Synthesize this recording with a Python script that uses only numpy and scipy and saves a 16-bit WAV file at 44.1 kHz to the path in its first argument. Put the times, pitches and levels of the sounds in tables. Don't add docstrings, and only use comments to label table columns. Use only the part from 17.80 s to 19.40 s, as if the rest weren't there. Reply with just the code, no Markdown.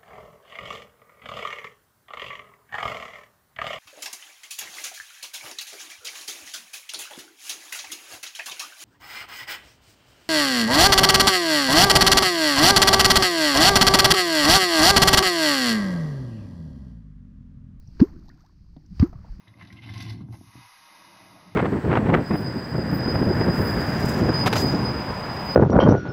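import sys
import numpy as np
from scipy import signal
from scipy.fft import rfft, irfft
from scipy.io import wavfile

SR = 44100
rng = np.random.default_rng(int(sys.argv[2]) if len(sys.argv) > 2 else 0)


def to_wav(s):
    ch = np.atleast_2d(s).T
    pcm = np.round(np.clip(ch, -1, 1) * 32767)
    wavfile.write(sys.argv[1], SR, pcm.astype(np.int16))


N = 70560
TIME = np.arange(N) / SR


def from_db(db):
    return 10 ** (np.asarray(db) / 20)


def level_curve(points):
    return from_db(np.interp(TIME, *np.transpose(points)))


def age(start_s):
    return np.maximum(TIME - start_s, 0)


def envelope(start_s, attack_s, t60_s, hold_s=0):
    rise = np.minimum(age(start_s) / attack_s, 1)
    return rise * from_db(-60 * age(start_s + attack_s + hold_s) / t60_s)


def coloured(source, spectrum):
    freq_hz, gain_db = np.transpose(spectrum)
    bin_hz = np.maximum(np.arange(N // 2 + 1) * SR / N, 1)
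    skirts = np.minimum(bin_hz / freq_hz[0], 1) ** 2 * np.minimum(freq_hz[-1] / bin_hz, 1) ** 2
    gain = from_db(np.interp(np.log(bin_hz), np.log(freq_hz), gain_db))
    out = irfft(rfft(source) * skirts * gain, N)
    return out / out.std()


def noise(spectrum):
    return coloured(rng.standard_normal(N), spectrum)


def patter(spectrum, per_s, spread_db=5.5):
    sizes = from_db(spread_db * np.minimum(rng.exponential(1, N), 4)) * rng.choice([-1, 1], N)
    hits = rng.random(N) < per_s / SR
    return coloured(sizes * hits, spectrum)


def tone(start_s, pitch_hz):
    return np.sin(2 * np.pi * np.cumsum(pitch_hz * (TIME >= start_s)) / SR)


def wobble(depth_db, rate_hz=110.7):
    return from_db(depth_db * noise([(rate_hz / 2, 0), (rate_hz, 0)]))


# time_s, level_db
RUMBLE_CURVE = [(0, -44.5), (.3, -45), (.55, -47.5), (.68, -56.5), (.85, -47), (1.03, -52.5), (1.17, -39),
                (1.35, -41), (1.5, -41), (1.6, -44)]
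GURGLE_CURVE = [(0, -88), (.12, -63.5), (.36, -47), (.52, -58.5), (.65, -66.5), (.85, -71.5), (1.03, -62.5),
                (1.2, -64.5), (1.29, -52.5), (1.45, -70), (1.6, -62)]
# freq_hz, gain_db
RUMBLE_SPECTRUM = [(18, 3), (33, 0), (65, 1), (110, -8), (180, -8.5), (280, -26.5), (400, -35.5),
                   (600, -48)]
GURGLE_SPECTRUM = [(150, 4), (230, 3.5), (320, 5), (400, -11), (520, -22.5)]


def rumble_and_gurgle():
    rumble = level_curve(RUMBLE_CURVE) * noise(RUMBLE_SPECTRUM)
    gurgle = level_curve(GURGLE_CURVE) * noise(GURGLE_SPECTRUM)
    return rumble + gurgle


# time_s, level_db
HISS_CURVE = [(0, -77), (.19, -68.5), (.35, -75), (.6, -77.5), (.8, -78), (1.08, -77), (1.14, -70.5),
              (1.19, -62), (1.3, -76.5), (1.42, -73.5), (1.54, -68.5), (1.6, -74)]
# freq_hz, gain_db
HISS_SPECTRUM = [(2500, -5.5), (3600, -10.5), (4600, 4.5), (5200, 1), (6400, -9), (7300, -18), (9000, -17),
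                 (11000, -29), (12500, -20), (15500, -23)]


def hiss():
    return level_curve(HISS_CURVE) * noise(HISS_SPECTRUM)


def trickle(per_s=150, low_hz=560, high_hz=2140, cycles=12, chirp=0.12):
    out = np.zeros(N)
    for when, pitch, softness in rng.random((int(per_s * N / SR), 3)):
        onset = int(when * N)
        pitch_hz = low_hz * (high_hz / low_hz) ** pitch
        samples = min(int(cycles / pitch_hz * SR), N - onset)
        life = np.arange(samples) * pitch_hz / (SR * cycles)
        ring = np.sin(2 * np.pi * cycles * life * (1 + chirp * life))
        out[onset:onset + samples] += ring * np.sqrt(life) * from_db(-20 * softness - 60 * life)
    return out / out.std()


# time_s, level_db
WASH_CURVE = [(0, -78), (.11, -76), (.19, -63.5), (.37, -68), (.45, -69.5), (.6, -71), (.8, -78.5),
              (1.1, -76), (1.18, -65.5), (1.3, -69), (1.42, -63.5), (1.52, -64), (1.6, -65)]
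# freq_hz, gain_db
WASH_SPECTRUM = [(300, 0), (550, 0.5), (900, 3.5), (1800, 1.5), (2600, -8.5), (3500, -19.5), (6000, -26),
                 (8000, -33)]


def wash(trim_db=-4):
    return from_db(trim_db) * level_curve(WASH_CURVE) * (noise(WASH_SPECTRUM) + trickle())


# start_s, pitch_hz, level_db, attack_s, t60_s
RIPPLE_GLUGS = [(0.071, 125, -34, 0.018, 0.02), (0.336, 248.4, -46, 0.016, 0.12),
                (0.359, 313, -41, 0.0055, 0.077), (0.9638, 266, -38, 0.0042, 0.059),
                (0.964, 149.8, -40, 0.0028, 0.18), (1.105, 176.6, -31, 0.025, 0.026),
                (1.35, 125.7, -30.5, 0.0087, 0.079), (1.494, 34.4, -26.5, 0.014, 0.16),
                (1.59, 189, -34.5, 0.0033, 0.066)]
# start_s, level_db
RIPPLE_LAPS = [(0.9637, -50), (1.328, -48.5), (1.444, -55), (1.594, -62.5)]
# freq_hz, gain_db
LAP_SPECTRUM = [(150, 6.5), (300, -1.5), (700, 7), (1300, -13.5), (2200, -17), (4000, -52.5)]


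def ripples(rise_hz_per_s=100):
    glugs = np.zeros(N)
    for start_s, pitch_hz, level_db, attack_s, t60_s in RIPPLE_GLUGS:
        ring = tone(start_s, pitch_hz + rise_hz_per_s * age(start_s))
        glugs += from_db(level_db) * ring * envelope(start_s, attack_s, t60_s)
    lap_gain = sum(from_db(level_db) * envelope(start_s, attack_s=0.0016, t60_s=0.06)
                   for start_s, level_db in RIPPLE_LAPS)
    return glugs + lap_gain * noise(LAP_SPECTRUM)


# start_s, pitch_hz, ring_db, click_db
DROP_TICKS = [(0.0743, 5590, -53.5, -73), (0.457, 5900, -68, -68), (0.482, 4470, -55, -64),
              (.491, 4330, -53, -58.5), (.605, 5700, -65.5, -68), (0.662, 5530, -65, -68),
              (0.965, 4020, -59.5, -73), (1.061, 5560, -60, -71), (1.329, 5750, -63.5, -64.5)]
# time_s, level_db
CRACKLE_CURVE = [(0.1, -88.5), (.45, -76), (.66, -80.5), (.8, -91), (1.35, -82)]
# freq_hz, gain_db
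DROP_SPECTRUM = [(3200, -14.5), (4300, -5), (6400, -10), (7300, -23), (11000, -33), (12500, -15),
                 (15000, -29.5)]


def droplets(jitter_rms_hz=350, jitter_rate_hz=330):
    click = noise(DROP_SPECTRUM)
    jitter_hz = jitter_rms_hz * noise([(jitter_rate_hz / 2, 0), (jitter_rate_hz, 0)])
    ticks = np.zeros(N)
    for start_s, pitch_hz, ring_db, click_db in DROP_TICKS:
        ring = from_db(ring_db) * tone(start_s, pitch_hz + jitter_hz)
        ticks += (ring + from_db(click_db) * click) * envelope(start_s, attack_s=0.0016, t60_s=0.017)
    return ticks + level_curve(CRACKLE_CURVE) * patter(DROP_SPECTRUM, per_s=1200)


# start_s, pitch_hz, rise_hz_per_s, level_db, attack_s, t60_s
SMALL_BUBBLES = [(0.199, 366, 3003.5, -17.5, 0.0049, .018), (0.199, 1595, 5010, -35, 0.0025, 0.018),
                 (0.211, 1068, 3000, -33.5, 0.0014, 0.027), (0.238, 860, 25003, -42.5, 0.003, 0.02),
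                 (.268, 1070, -2, -52, .003, 0.037), (0.354, 1290, 9000, -62, 0.009, 0.053),
                 (.481, 670, 33996, -52.5, 0.0041, 0.089), (0.499, 1766, 12091.5, -43.5, 0.0034, 0.0076),
                 (0.507, 1434, 500, -62.5, .004, 0.079), (0.574, 1182, 24586, -65, .012, .05),
                 (0.602, 1093, 17003.5, -60.5, 0.0067, 0.077), (.631, 526.5, 16503.5, -58.5, 0.015, 0.13),
                 (0.693, 1065, 2995.5, -66, .004, 0.057), (1.217, 1214, 4998.5, -35.5, 0.0021, 0.018),
                 (1.2226, 1044, 5000.5, -33.5, .002, 0.0091), (1.2245, 2136, 5000, -40.5, 0.0025, 0.02),
                 (1.259, 1255, 9004.5, -44.5, 0.002, 0.023), (1.33, 843, 5035, -52.5, 0.003, 0.074),
                 (1.33, 1234, 5003, -44.5, 0.00066, 0.022), (1.354, 1143, 5006, -50.5, 0.00353, 0.0185),
                 (1.442, 803, 16000, -48, 0.0057, 0.034), (1.48, 1050, 12000, -56, 0.0045, 0.022)]


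def bubbles():
    out = np.zeros(N)
    for start_s, pitch_hz, rise_hz_per_s, level_db, attack_s, t60_s in SMALL_BUBBLES:
        ring = tone(start_s, pitch_hz + rise_hz_per_s * age(start_s))
        out += from_db(level_db) * ring * envelope(start_s, attack_s, t60_s)
    return out * wobble(depth_db=2)


# start_s, level_db
SPRAY_SHOWERS = [(0.216, -48.5), (1.224, -49)]
# freq_hz, gain_db
SPRAY_SPECTRUM = [(300, -4), (700, -3), (1150, -0.5), (2000, -14), (3400, -26), (4600, -16.5), (6200, -18),
                  (7400, -32.5), (11000, -48), (12500, -23), (15500, -33.5)]


def spray():
    gain = sum(from_db(level_db) * envelope(start_s, attack_s=0.0053, t60_s=0.29)
               for start_s, level_db in SPRAY_SHOWERS)
    return gain * patter(SPRAY_SPECTRUM, per_s=8500)


# start_s, level_db, attack_s, t60_s, treble_offset_db
SURFACE_SLAPS = [(0.194, -40, 0.0049, 0.039, -1.5), (0.201, -31, 0.003, 0.017, 0),
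                 (0.2126, -40, .004, 0.024, 3.5), (1.195, -36.5, 0.0026, 0.038, 8),
                 (1.212, -39, .002, 0.022, 0.5), (1.2221, -35.5, 0.0029, 0.082, -5)]
# freq_hz, gain_db
SLAP_BODY_SPECTRUM = [(200, -6), (500, 4.5), (1100, 4), (1600, -4.5), (2200, -10), (3500, -41)]
SLAP_TREBLE_SPECTRUM = [(1300, 2), (2400, 3), (3700, -7), (4600, 3.5), (6400, -10), (7400, -28),
                        (11000, -36), (12500, -26), (15500, -29)]


def slaps(treble_db=-8):
    body, treble = noise(SLAP_BODY_SPECTRUM), noise(SLAP_TREBLE_SPECTRUM)
    out = np.zeros(N)
    for start_s, level_db, attack_s, t60_s, treble_offset_db in SURFACE_SLAPS:
        burst = body + from_db(treble_db + treble_offset_db) * treble
        out += from_db(level_db) * burst * envelope(start_s, attack_s, t60_s)
    return out


# start_s, cavity_s, cavity_hz, cavity_db,
# bubble_db, first_hz, last_hz, glide_s, attack_s, hold_s, t60_s
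LURE_PLOPS = [(0.2008, 0.013, 50.64, -19.5, -2.5, 157.3, 446.3, .029, 0.00298, 0.0095, 0.048),
              (1.199, .0268, 70.7, -10, -4, 155, 359.4, 0.015, 0.0021, 0.001, 0.063)]


def plops(cavity_attack_s=0.00226, cavity_t60_s=0.0082, widen_s=0.005, handover_s=0.00062):
    out = np.zeros(N)
    for (start_s, cavity_s, cavity_hz, cavity_db,
         bubble_db, first_hz, last_hz, glide_s, attack_s, hold_s, t60_s) in LURE_PLOPS:
        pinch_s = start_s + cavity_s
        throb_hz = cavity_hz * (1 + np.exp(-age(start_s) / widen_s))
        bubble_hz = first_hz + (last_hz - first_hz) * np.tanh(age(pinch_s) / glide_s)
        pitch_hz = bubble_hz + (throb_hz - bubble_hz) * np.exp(-age(pinch_s) / handover_s)
        cavity = envelope(start_s, cavity_attack_s, cavity_t60_s, hold_s=cavity_s - cavity_attack_s)
        flutter = wobble(depth_db=2.5 * np.minimum(age(pinch_s) / t60_s, 1))
        bubble = envelope(pinch_s, attack_s, t60_s, hold_s) * flutter
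        gain = from_db(cavity_db) * cavity + from_db(bubble_db) * bubble
        out -= gain * tone(start_s, pitch_hz)
    return out


def scene():
    lure = plops() + slaps() + spray() + bubbles() + droplets()
    river = ripples() + rumble_and_gurgle() + wash() + hiss()
    return (lure + river)[None]


def record(dry, cutoff_hz=15750):
    return signal.sosfilt(signal.ellip(10, .1, 80, cutoff_hz, fs=SR, output="sos"), dry)


dry = scene()
out = record(dry)
to_wav(out)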